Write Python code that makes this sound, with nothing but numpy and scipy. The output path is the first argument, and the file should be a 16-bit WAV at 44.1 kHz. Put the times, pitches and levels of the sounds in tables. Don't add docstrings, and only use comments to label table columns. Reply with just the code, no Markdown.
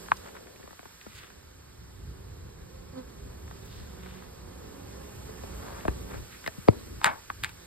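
import sys
import numpy as np
from scipy import signal
from scipy.fft import rfft, irfft, next_fast_len
from scipy.io import wavfile
from scipy.ndimage import uniform_filter1d, map_coordinates

SR = 44100
rng = np.random.default_rng(int(sys.argv[2]) if len(sys.argv) > 2 else 0)


def int16_out(signal):
    q = np.round(np.clip(np.atleast_2d(signal).T, -1, 1) * 32767)
    wavfile.write(sys.argv[1], SR, q.astype(np.int16))


N = 337806
TIME = np.arange(N) / SR

# frequency_hz, left_lead_radians
AROUND_PHASE = [(0, 0), (400, -1.2), (650, -3.1), (1000, -4.9), (1750, -6.6), (2200, -5.5), (2800, -3.1),
                (4000, -4.2), (5000, -4.6), (6150, -3.14), (16500, 12.6)]
# frequency_hz, left_minus_right_db
AROUND_BALANCE = [(60, -0.5), (130, -0.5), (300, -5.5), (600, -5), (1000, -1), (1800, 0), (3000, -4.5),
                  (4700, -9.5), (5400, -0.5), (15000, 0)]
# frequency_hz, likeness_0_to_1
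AROUND_LIKENESS = [(60, 1), (300, 0.51), (600, 0.62), (1500, 0.61), (4000, 0.3), (5500, 1), (14000, 1)]
# frequency_hz, left_lead_radians
CASE_PHASE = [(0, 0), (100, -1.5), (260, -2.5), (500, -2.25), (1000, -1.5), (2000, -.9), (3500, -.3),
              (5000, -1), (6150, -3.14), (16500, 12.6)]
# frequency_hz, left_minus_right_db
CASE_BALANCE = [(60, -1), (130, 6.5), (300, 3), (1000, 1), (2200, 2.5), (4300, -3), (6000, -7), (15000, 5)]
# centre_hz, width_hz, gain_db
CASE_RINGS = [(380, 590, 11), (628, 32, -1.5), (800, 330, -3), (1230, 480, -1), (1370, 140, -3),
              (1580, 170, 2.5), (2400, 110, 0.5), (2465, 110, 3), (3680, 270, 5.5), (4640, 280, 3),
              (5770, 420, -35)]

# frequency_hz, gain_db
AIR_TONE = [(20, -23), (40, -5.5), (65, 4.5), (90, 0), (125, -5), (160, -7), (200, -18.5), (400, -18),
            (1000, -74)]
# time_s, relative_level_db
AIR_LEVEL = [(0.0, -56.5), (0.23, -62), (0.98, -67.5), (1.17, -60), (1.66, -60), (2.0, -51.5), (2.67, -53),
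             (3.35, -50.5), (4.65, -52.5), (4.8, -53), (6.06, -49), (6.16, -50.5), (6.42, -63.5),
             (6.87, -52), (7.02, -52), (7.25, -66.5), (7.42, -52), (7.66, -66.5)]
# start_s, level_db, low_hz, high_hz,
# thud_db, tick_db, ring_hz, ring_db, upper_ring_hz, upper_ring_db, dip_hz, dip_db
KNOCKS = [(0.086, 7, 860, 1242, -29, -40, 950, 2, 1650, 3, 2140, -5),
          (0.1187, 32.5, 885, 1190, -26.5, -44, 1060, 4, 1665, 1.5, 2140, 1),
          (1.0655, -4, 170, 1410, -2, -24, 206, 11.5, 1370, 13, 2300, 9),
          (5.853, 9, 436, 1410, 1, -42, 636, 14, 1580, 5, 970, -4),
          (5.8816, 17.5, 36.6, 1410, 3, -30, 760, 5, 1540, 1, 590, -14),
          (5.885, -1, 456, 1970, 2, -21, 1780, 9, 2560, 12, 2150, -6),
          (6.464, 2, 500, 2460, -4, -16, 1040, 10, 2030, 10, 1370, 0),
          (6.4776, 9.5, 412, 1970, -4.5, -26, 650, 8, 1800, 10.5, 1080, -7),
          (6.579, 9, 91, 208, -16, -47, 150, 0, 190, 5.5, 400, -3),
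          (6.6853, 29, 114, 1080, 1.5, -34.5, 2165, 9.5, 4600, 14.5, 1620, -14),
          (7.3021, 15.5, 780, 1560, -18.5, -50, 1150, 2.5, 1600, 0.5, 2970, -4)]
# start_s, level_db, pitch_hz, thud_db
CREAKS = [(0.0618, -3, 1120, -21), (0.3523, -5, 1120, -7), (0.471, -9, 1370, -17), (0.5615, -14, 1580, -15),
          (0.596, -7, 750, 0), (0.608, -13, 645, -4), (0.6302, -10.5, 1390, -7), (0.638, -8, 690, 3),
          (0.6766, -2, 840, -5), (0.7081, -5, 980, -3), (0.73, -3.5, 820, -10), (0.7934, 0.5, 1010, -10),
          (0.83, -7, 790, -3), (0.8558, -0.5, 990, -5), (1.014, -8.5, 1980, -20), (1.2339, -6, 1150, -4),
          (1.303, -7, 1100, -14), (3.4795, -8, 1240, -14), (3.5118, 0, 970, -23), (4.035, -7, 1473, -17),
          (4.062, -2, 1080, -17), (4.224, -4, 950, -17), (5.293, -3, 620, -4), (5.436, 3, 660, -3),
          (5.705, -2, 855, -12), (5.809, -8.5, 1860, -17), (6.4427, 1.5, 1200, -12)]
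# middle_s, half_length_s, level_db, low_hz, high_hz
RUBS = [(0.172, 0.0027, -46.5, 3920, 7040), (0.269, 0.02, -46.5, 493, 1660),
        (0.365, 0.012, -49.5, 900, 1760), (0.39, 0.17, -52.5, 286, 650), (1.15, .07, -64, 110, 200),
        (1.17, 0.022, -53.5, 3000, 8400), (1.192, 0.065, -52.5, 1070, 3070),
        (1.184, 0.014, -53, 1290, 3370), (3.66, 0.0048, -53, 3935, 15000),
        (3.773, 0.098, -57.5, 2900, 4830), (3.808, 0.021, -44.5, 55, 106), (4.123, 0.1, -56.5, 900, 3300),
        (5.735, 0.12, -46, 471, 1493), (6.02, 0.07, -49, 170, 416), (6.136, 0.03, -43, 215, 1770),
        (6.186, 0.033, -38, 50.4, 97.5), (6.342, 0.027, -52, 1390, 2100), (6.47, 0.0043, -46, 900, 2800),
        (6.4762, 0.0018, -36, 3200, 4900), (6.681, 0.0031, -30, 220, 900), (6.729, 0.021, -46, 400, 1000),
        (6.86, 0.12, -49.5, 149, 395)]

# start_s, level_db, low_hz, high_hz, tick_db, relative_echo_db
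SNAPS = [(7.016, 13, 837, 1150, -28, -50), (7.0363, 4, 950, 1500, -14, -54),
         (7.0452, 29.5, 850, 1570, -15, -45.5), (7.4356, -4, 1310, 3050, -11, -64),
         (7.438, 11, 865, 3040, -15, -52), (7.4464, 19.5, 1360, 1820, -19, -60),
         (7.494, -5, 1010, 2600, -13, -63)]
# delay_s, gain_db, low_edge_ratio, high_edge_ratio
ECHOES = [(.002, -6.5, 0.64, 1.4), (0.011, -2.5, 0.91, 1.15), (0.013, -21, 0.095, 0.22)]
# frequency_hz, fade_s
YARD_FADE = [(300, 0.33), (900, 0.23), (2000, 0.17), (4000, 0.12), (12000, 0.066)]
# centre_hz, width_hz, gain_db
HIVE_RINGS = [(880, 47, 9), (1520, 70, 2), (2215, 50, 7)]

# time_s, closeness_db
CLOSENESS = [(0, 2), (.45, -5), (1.1, -3), (1.45, -8), (2.9, -7.5), (3.7, -3.5), (4.4, -5), (5.5, 1),
             (6.45, 0), (7.66, -2.5)]
# frequency_hz, gain_db
RUSTLE_TONE = [(150, 0), (300, -0.5), (500, 1), (700, -1.5), (1100, 0.5), (1700, 0), (2600, -9),
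               (4000, -6.5), (7000, -9), (15000, -68)]
# frequency_hz, gain_db
HISS_TONE = [(1000, -23.5), (2500, 8.5), (4200, 0.5), (6000, 7), (8500, 6), (11000, 3), (13500, 5),
             (14500, 0), (16000, -23)]
# middle_s, half_length_s, wingbeat_hz, glide_hz_per_s, level_db
HOVERING_BEES = [(0.942, .04, 170, -17, -65), (1.362, .06, 186.4, 4.5, -63.5),
                 (1.581, .13, 262, -14, -62.5), (2.2, .1, 188, 1.5, -66), (2.795, .11, 258, -3, -54.5),
                 (3.3, 0.09, 254, -6, -61), (3.683, .14, 190.2, -7, -58), (4.053, .13, 184.7, -14, -53.5),
                 (4.243, .05, 250, 10, -56), (4.524, .08, 174.9, 20, -54), (4.708, .12, 219, 14.5, -57),
                 (4.97, .09, 271.5, 24.5, -52), (5.315, .1, 219.8, 9.5, -51.5),
                 (7.603, .07, 176.3, -15, -59.5)]
# frequency_hz, gain_db
FAR_BUZZ_TONE = [(185, -1), (260, -15), (370, 2), (530, 2.5), (620, -9), (820, -2), (1100, -2), (2000, -18),
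                 (4000, -18)]
# nearest_s, wingbeat_hz, level_db, half_passing_s, doppler_shift_fraction
PASSING_BEES = [(2.983, 252.6, -37, 0.024, .025), (4.8, 270, -52, 0.058, .015)]
# frequency_hz, gain_db
NEAR_BUZZ_TONE = [(180, 4), (260, -0.5), (380, 21), (520, 2.5), (780, -6.5), (1100, -6), (1600, -11),
                  (2400, -23), (4000, 0)]
# frequency_hz, gain_db
PUFF_TONE = [(300, -22), (900, -3), (1700, -13), (2800, -17), (4500, -11), (8000, -43)]
# frequency_hz, gain_db
HUM_TONE = [(100, -24), (170, 1), (250, -6), (350, 3), (480, 0), (570, -3), (680, -4), (820, -2.5),
            (1100, -6), (1800, -17), (4000, -59), (8000, -71)]
# time_s, level_db
HUM_LEVEL = [(0, -52.5), (.35, -58.5), (.7, -70), (1.02, -78), (1.3, -62), (1.75, -63), (2.25, -57.5),
             (3.8, -54), (4.7, -51.5), (5.5, -49.5), (6.1, -51), (6.3, -59), (6.8, -61.5), (7.22, -68),
             (7.66, -63)]


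def amp(db):
    return 10 ** (np.asarray(db) / 20)


def unit(x):
    return x / np.sqrt(np.mean(x ** 2) + 1e-20)


def along(points, hz):
    frequencies, values = np.transpose(points)
    return np.interp(np.log(hz + 1), np.log(frequencies + 1), values)


def curve(points):
    return np.interp(TIME, *np.transpose(points))


def wobble(per_s, stride=1):
    coarse = TIME[::64]
    points = rng.standard_normal(int(N * per_s / SR) + 4)
    return np.interp(TIME[::stride], coarse, map_coordinates(points, [coarse * per_s]))


def filtered(x, response):
    size = x.shape[-1]
    padded = next_fast_len(size + 8192)
    return irfft(rfft(x, padded) * response(np.fft.rfftfreq(padded, 1 / SR)), padded)[..., :size]


def band(hz, low_hz, high_hz, steepness=8):
    return 1 / (1 + (low_hz / (hz + 1)) ** steepness) / (1 + (hz / high_hz) ** 7)


def ring_boost_db(hz, rings):
    return sum(db / (1 + (2 * (hz - centre) / width) ** 2) for centre, width, db in rings)


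def add(track, start_s, sound):
    part = track[:, max(round(start_s * SR), 0):][:, :sound.shape[-1]]
    part += sound[..., :part.shape[-1]]


def patchy_noise(depth_db):
    spectra = signal.stft(rng.standard_normal((2, N)), nperseg=512)[2]
    patches = uniform_filter1d(rng.standard_normal(spectra.shape[1:]), size=6, axis=0)
    patches = uniform_filter1d(patches, size=10, axis=1)
    return signal.istft(spectra * amp(depth_db * unit(patches)), nperseg=512)[1][:, :N]


def microphones(hz, phase, left_db):
    half = amp(left_db / 2) * np.exp(.5j * np.interp(hz, *np.transpose(phase)))
    return np.array([half, 1 / half])


def all_around(pair, tone):
    def mixing(hz):
        turn = np.arccos(np.clip(along(AROUND_LIKENESS, hz), 0, 1)) / 2
        spread = np.array([[np.cos(turn), np.sin(turn)], [np.cos(turn), -np.sin(turn)]])
        sides = microphones(hz, AROUND_PHASE, along(AROUND_BALANCE, hz))
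        return spread * sides[:, None] * amp(along(tone, hz))
    out = filtered(pair, mixing).sum(axis=1)
    return out / np.std(out.mean(axis=0))


def air_rumble(boost_db=5.5):
    level_db = curve(AIR_LEVEL) + boost_db + 1.22 * wobble(11)
    return amp(level_db) * all_around(patchy_noise(0.97), AIR_TONE)


def case_db(hz):
    return ring_boost_db(hz, CASE_RINGS) - 5.5


def case_sides(hz):
    return microphones(hz, CASE_PHASE, along(CASE_BALANCE, hz))


def burst(size, low_hz, high_hz, bright_db, width, steepness=8, rings=(), grain_db=0):
    def colour(hz):
        boost = amp(case_db(hz) / 2 + ring_boost_db(hz, rings))
        treble = amp(bright_db) ** 2 * band(hz, low_hz, 5 * high_hz)
        return boost * np.sqrt(band(hz, low_hz, high_hz, steepness) + treble) * case_sides(hz)
    grains = amp(grain_db * np.repeat(rng.uniform(-1, 1, size // 32 + 1), 32)[:size])
    noise = rng.standard_normal(size) + width * rng.standard_normal((2, size))
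    return unit(filtered(grains * noise, colour))


def gritty_noise(size, fade_in_s=0.003, fade_out_s=0.0075):
    t = np.fft.fftfreq(size) * size / SR
    grit = rng.standard_normal((2, size)) * np.exp(-np.abs(t) / np.where(t < 0, fade_in_s, fade_out_s))
    return grit / np.linalg.norm(grit[0])


def thud_edge_hz(low_hz):
    return min(low_hz * 1.52, 95)


def hit(time_s, db, low_hz, high_hz, thud_db, tick_db, rings=(), tick_reach=5.4, grit_db=-3.5,
        sweep=1.437, bounce_s=0.0032, bounce_db=-16, size=8192):
    hz, lead = np.fft.rfftfreq(size, 1 / SR), size // 8
    thud_hz = thud_edge_hz(low_hz)
    body = band(hz, low_hz, high_hz, steepness=14)
    thud = amp(thud_db) ** 2 * band(hz, thud_hz, thud_hz ** 2 / 24)
    tick = amp(tick_db) ** 2 * band(hz, 1400, min(tick_reach * high_hz, 12500))
    tone = np.sqrt(body + thud + tick + 1e-9) * amp(case_db(hz) + ring_boost_db(hz, rings))
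    fold = np.r_[1, np.full(size // 2 - 1, 2), np.zeros(size // 2)]
    strike = np.exp(rfft(fold * irfft(np.log(tone))))
    chirp = np.exp(-2j * np.pi * sweep * np.log(1 + hz / 70))
    bounce = 1 + amp(bounce_db) * hz / (hz + 400) * np.exp(-2j * np.pi * hz * bounce_s)
    shared, different = rfft(gritty_noise(size))
    grit = shared + 0.66 * np.outer([1, -1], different)
    grit_gain = amp(grit_db - 0.3 * db)
    texture = 1 + grit_gain * hz / (hz + 250) * grit
    pulse = np.roll(irfft(strike * chirp * bounce * texture * case_sides(hz)), lead, axis=1)
    return time_s - 0.00096 - lead / SR, amp(db) / np.hypot(1, grit_gain) * pulse


def phone_shake(pitch_hz, rise_s=0.0037, fade_cycles=1.15, rattle_s=0.055):
    t = TIME[:SR // 3]
    envelope = np.exp(-t * pitch_hz / fade_cycles) * (1 - np.exp(-t / rise_s))
    swing = filtered(envelope * np.sin(2 * np.pi * pitch_hz * t), case_sides)
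    rattle = np.exp(-t / rattle_s) * burst(len(t), low_hz=193, high_hz=487, bright_db=-44, width=0.55)
    return amp(-43.5) * swing + amp(-64.5) * rattle


def knocks(shake_delay_s=0.00573):
    out = np.zeros((2, N))
    for start_s, db, low_hz, high_hz, thud_db, tick_db, *spot in KNOCKS:
        ring_hz, ring_db, upper_hz, upper_db, dip_hz, dip_db = spot
        rings = [(ring_hz, ring_hz / 5, ring_db), (upper_hz, upper_hz / 6.8, upper_db),
                 (dip_hz, dip_hz / 6.9, dip_db)]
        add(out, *hit(start_s, db, low_hz, high_hz, thud_db, tick_db, rings, bounce_db=-26))
        shake = phone_shake(1.14 * thud_edge_hz(low_hz))
        add(out, start_s + shake_delay_s, amp(db + thud_db) * shake)
    return out


def creaks(spread=1.445, ring_hz=485, ring_width_hz=73, ring_db=5.8):
    out = np.zeros((2, N))
    for start_s, db, pitch_hz, thud_db in CREAKS:
        add(out, *hit(start_s, db, pitch_hz / spread, pitch_hz * spread, thud_db, tick_db=-24,
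                      rings=[(ring_hz, ring_width_hz, ring_db)], tick_reach=4.3, grit_db=-3,
                      sweep=1.9, bounce_s=0.00264, bounce_db=-14.5, size=4096))
    return out


def rubs(roughness_db=2.0):
    out = np.zeros((2, N))
    t = np.arange(SR) / SR - .5
    for middle_s, half_s, db, low_hz, high_hz in RUBS:
        roughness = amp(roughness_db * unit(uniform_filter1d(rng.standard_normal(SR), size=110)))
        friction = burst(SR, low_hz, high_hz, bright_db=-22.5, width=0.94, grain_db=8)
        rub = amp(db) * np.exp(-(t / half_s) ** 2 / 2) * unit(roughness * friction)
        add(out, middle_s - .5, rub[:, max(round((.5 - middle_s) * SR), 0):])
    return out


def slips(boost_db=33.5, scatter_db=5.5):
    out = np.zeros((2, N))
    for middle_s, half_s, db, low_hz, high_hz in RUBS:
        count = int(140 * half_s)
        for offset, force in rng.uniform(-1.5, 1.5, (count, 2)):
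            level_db = db + boost_db + scatter_db * force
            start_s, tick = hit(middle_s + half_s * offset, level_db, low_hz, high_hz,
                                thud_db=-17, tick_db=-24, grit_db=1, size=2048)
            add(out, start_s, np.exp(-offset ** 2 / 2) * tick)
    return out


def yard_echo(low_hz, high_hz, rise_s=0.0019):
    reflections = burst(SR // 3, low_hz, high_hz, bright_db=-18.5, width=0.45, steepness=13,
                        rings=HIVE_RINGS, grain_db=7)
    hz, t, spectra = signal.stft(reflections, SR, nperseg=256)
    fade = amp(-60 * t / along(YARD_FADE, hz)[:, None])
    tail = signal.istft(spectra * fade, SR, nperseg=256)[1]
    return tail * (1 - np.exp(-TIME[:tail.shape[1]] / rise_s))


def snaps():
    out = np.zeros((2, N))
    for start_s, db, low_hz, high_hz, tick_db, echo_db in SNAPS:
        add(out, *hit(start_s, db, low_hz, high_hz, thud_db=-27, tick_db=tick_db, tick_reach=4.96,
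                      sweep=1.045, bounce_s=.0022, bounce_db=-19))
        for delay_s, gain_db, low_ratio, high_ratio in ECHOES:
            echo = yard_echo(low_ratio * low_hz, high_ratio * high_hz)
            add(out, start_s + delay_s, amp(db + echo_db + gain_db) * echo)
    return out


def crawling_bees(rustle_db=-56, hiss_db=-58):
    close_db = curve(CLOSENESS)
    rustle = all_around(patchy_noise(1.2), RUSTLE_TONE)
    rustle *= amp(rustle_db + 0.58 * close_db + 0.59 * wobble(20))
    hiss = amp(hiss_db + close_db) * all_around(patchy_noise(1.0), HISS_TONE)
    return rustle + hiss


def wings(pitch_hz, falloff=0.96, count=14, size=4096):
    cycle, harmonic = np.arange(size) / size, np.arange(1, count + 1)[:, None]
    tones = np.sin(2 * np.pi * (harmonic * cycle + rng.random((count, 1))))
    stroke = unit(np.sum(tones / harmonic ** falloff, axis=0))
    return stroke[(np.cumsum(pitch_hz) * size / SR).astype(int) % size]


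def hovering_bees():
    buzz = np.zeros(N)
    for middle_s, half_s, wingbeat_hz, glide_hz_per_s, db in HOVERING_BEES:
        progress = np.clip((TIME - middle_s) / half_s, -5, 5)
        pitch_hz = (wingbeat_hz + glide_hz_per_s * half_s * progress) * (1 + 0.011 * wobble(14))
        buzz += amp(db + 2.7 * wobble(16)) * np.exp(-progress ** 2 / 2) * wings(pitch_hz)
    return filtered(
        buzz, lambda hz: amp(along(FAR_BUZZ_TONE, hz)) * microphones(hz, AROUND_PHASE, left_db=-6.5))


def passing_bees():
    buzz, puffs = np.zeros(N), np.zeros(N)
    for nearest_s, wingbeat_hz, db, half_s, doppler in PASSING_BEES:
        progress = (TIME - nearest_s) / half_s
        distance = np.hypot(1, progress)
        gain = amp(db) * np.exp(-(progress / 4) ** 2) / distance ** 2
        swerve = 0.0235 * np.exp(-(progress - 1) ** 2 / 4)
        flutter = .006 * wobble(110)
        pitch_hz = wingbeat_hz * (1 - doppler * progress / distance + swerve + flutter)
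        buzz += gain * wings(pitch_hz)
        strokes = np.sin(np.pi * np.cumsum(pitch_hz) / SR) ** 4
        puffs += gain * unit(strokes * rng.standard_normal(N))
    buzz = filtered(buzz, lambda hz: amp(along(NEAR_BUZZ_TONE, hz)))
    puffs = filtered(puffs, lambda hz: amp(along(PUFF_TONE, hz)))
    return filtered(buzz + puffs, lambda hz: microphones(hz, AROUND_PHASE, left_db=-4.0))


def bee_crowd(low_hz=175.1, high_hz=279.4, swell_db=2.5, count=10, stride=32):
    hum = np.zeros(N)
    for wingbeat_hz in np.geomspace(low_hz, high_hz, count):
        pitch_hz = wingbeat_hz * (1 + .06 * wobble(3.5, stride) + 0.00776 * wobble(25, stride))
        nearness = amp(swell_db * wobble(3.09, stride))
        buzz = wings(np.repeat(pitch_hz, stride)[:N], falloff=0.53)
        hum += np.repeat(nearness, stride)[:N] * buzz
    return unit(hum)


def colony_hum():
    crowds = np.array([bee_crowd(), bee_crowd()])
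    return amp(curve(HUM_LEVEL)) * all_around(crowds + 1.15 * patchy_noise(1.0), HUM_TONE)


def scene():
    bees_and_air = colony_hum() + crawling_bees() + air_rumble() + passing_bees() + hovering_bees()
    return bees_and_air + knocks() + creaks() + rubs() + snaps() + slips()


def record(dry):
    ceiling, top_hz = .95, 15850
    rounded = dry / (1 + np.abs(dry / ceiling) ** 6) ** (1 / 6)
    return filtered(rounded, lambda hz: hz < top_hz)


dry = scene()
out = record(dry)
int16_out(out)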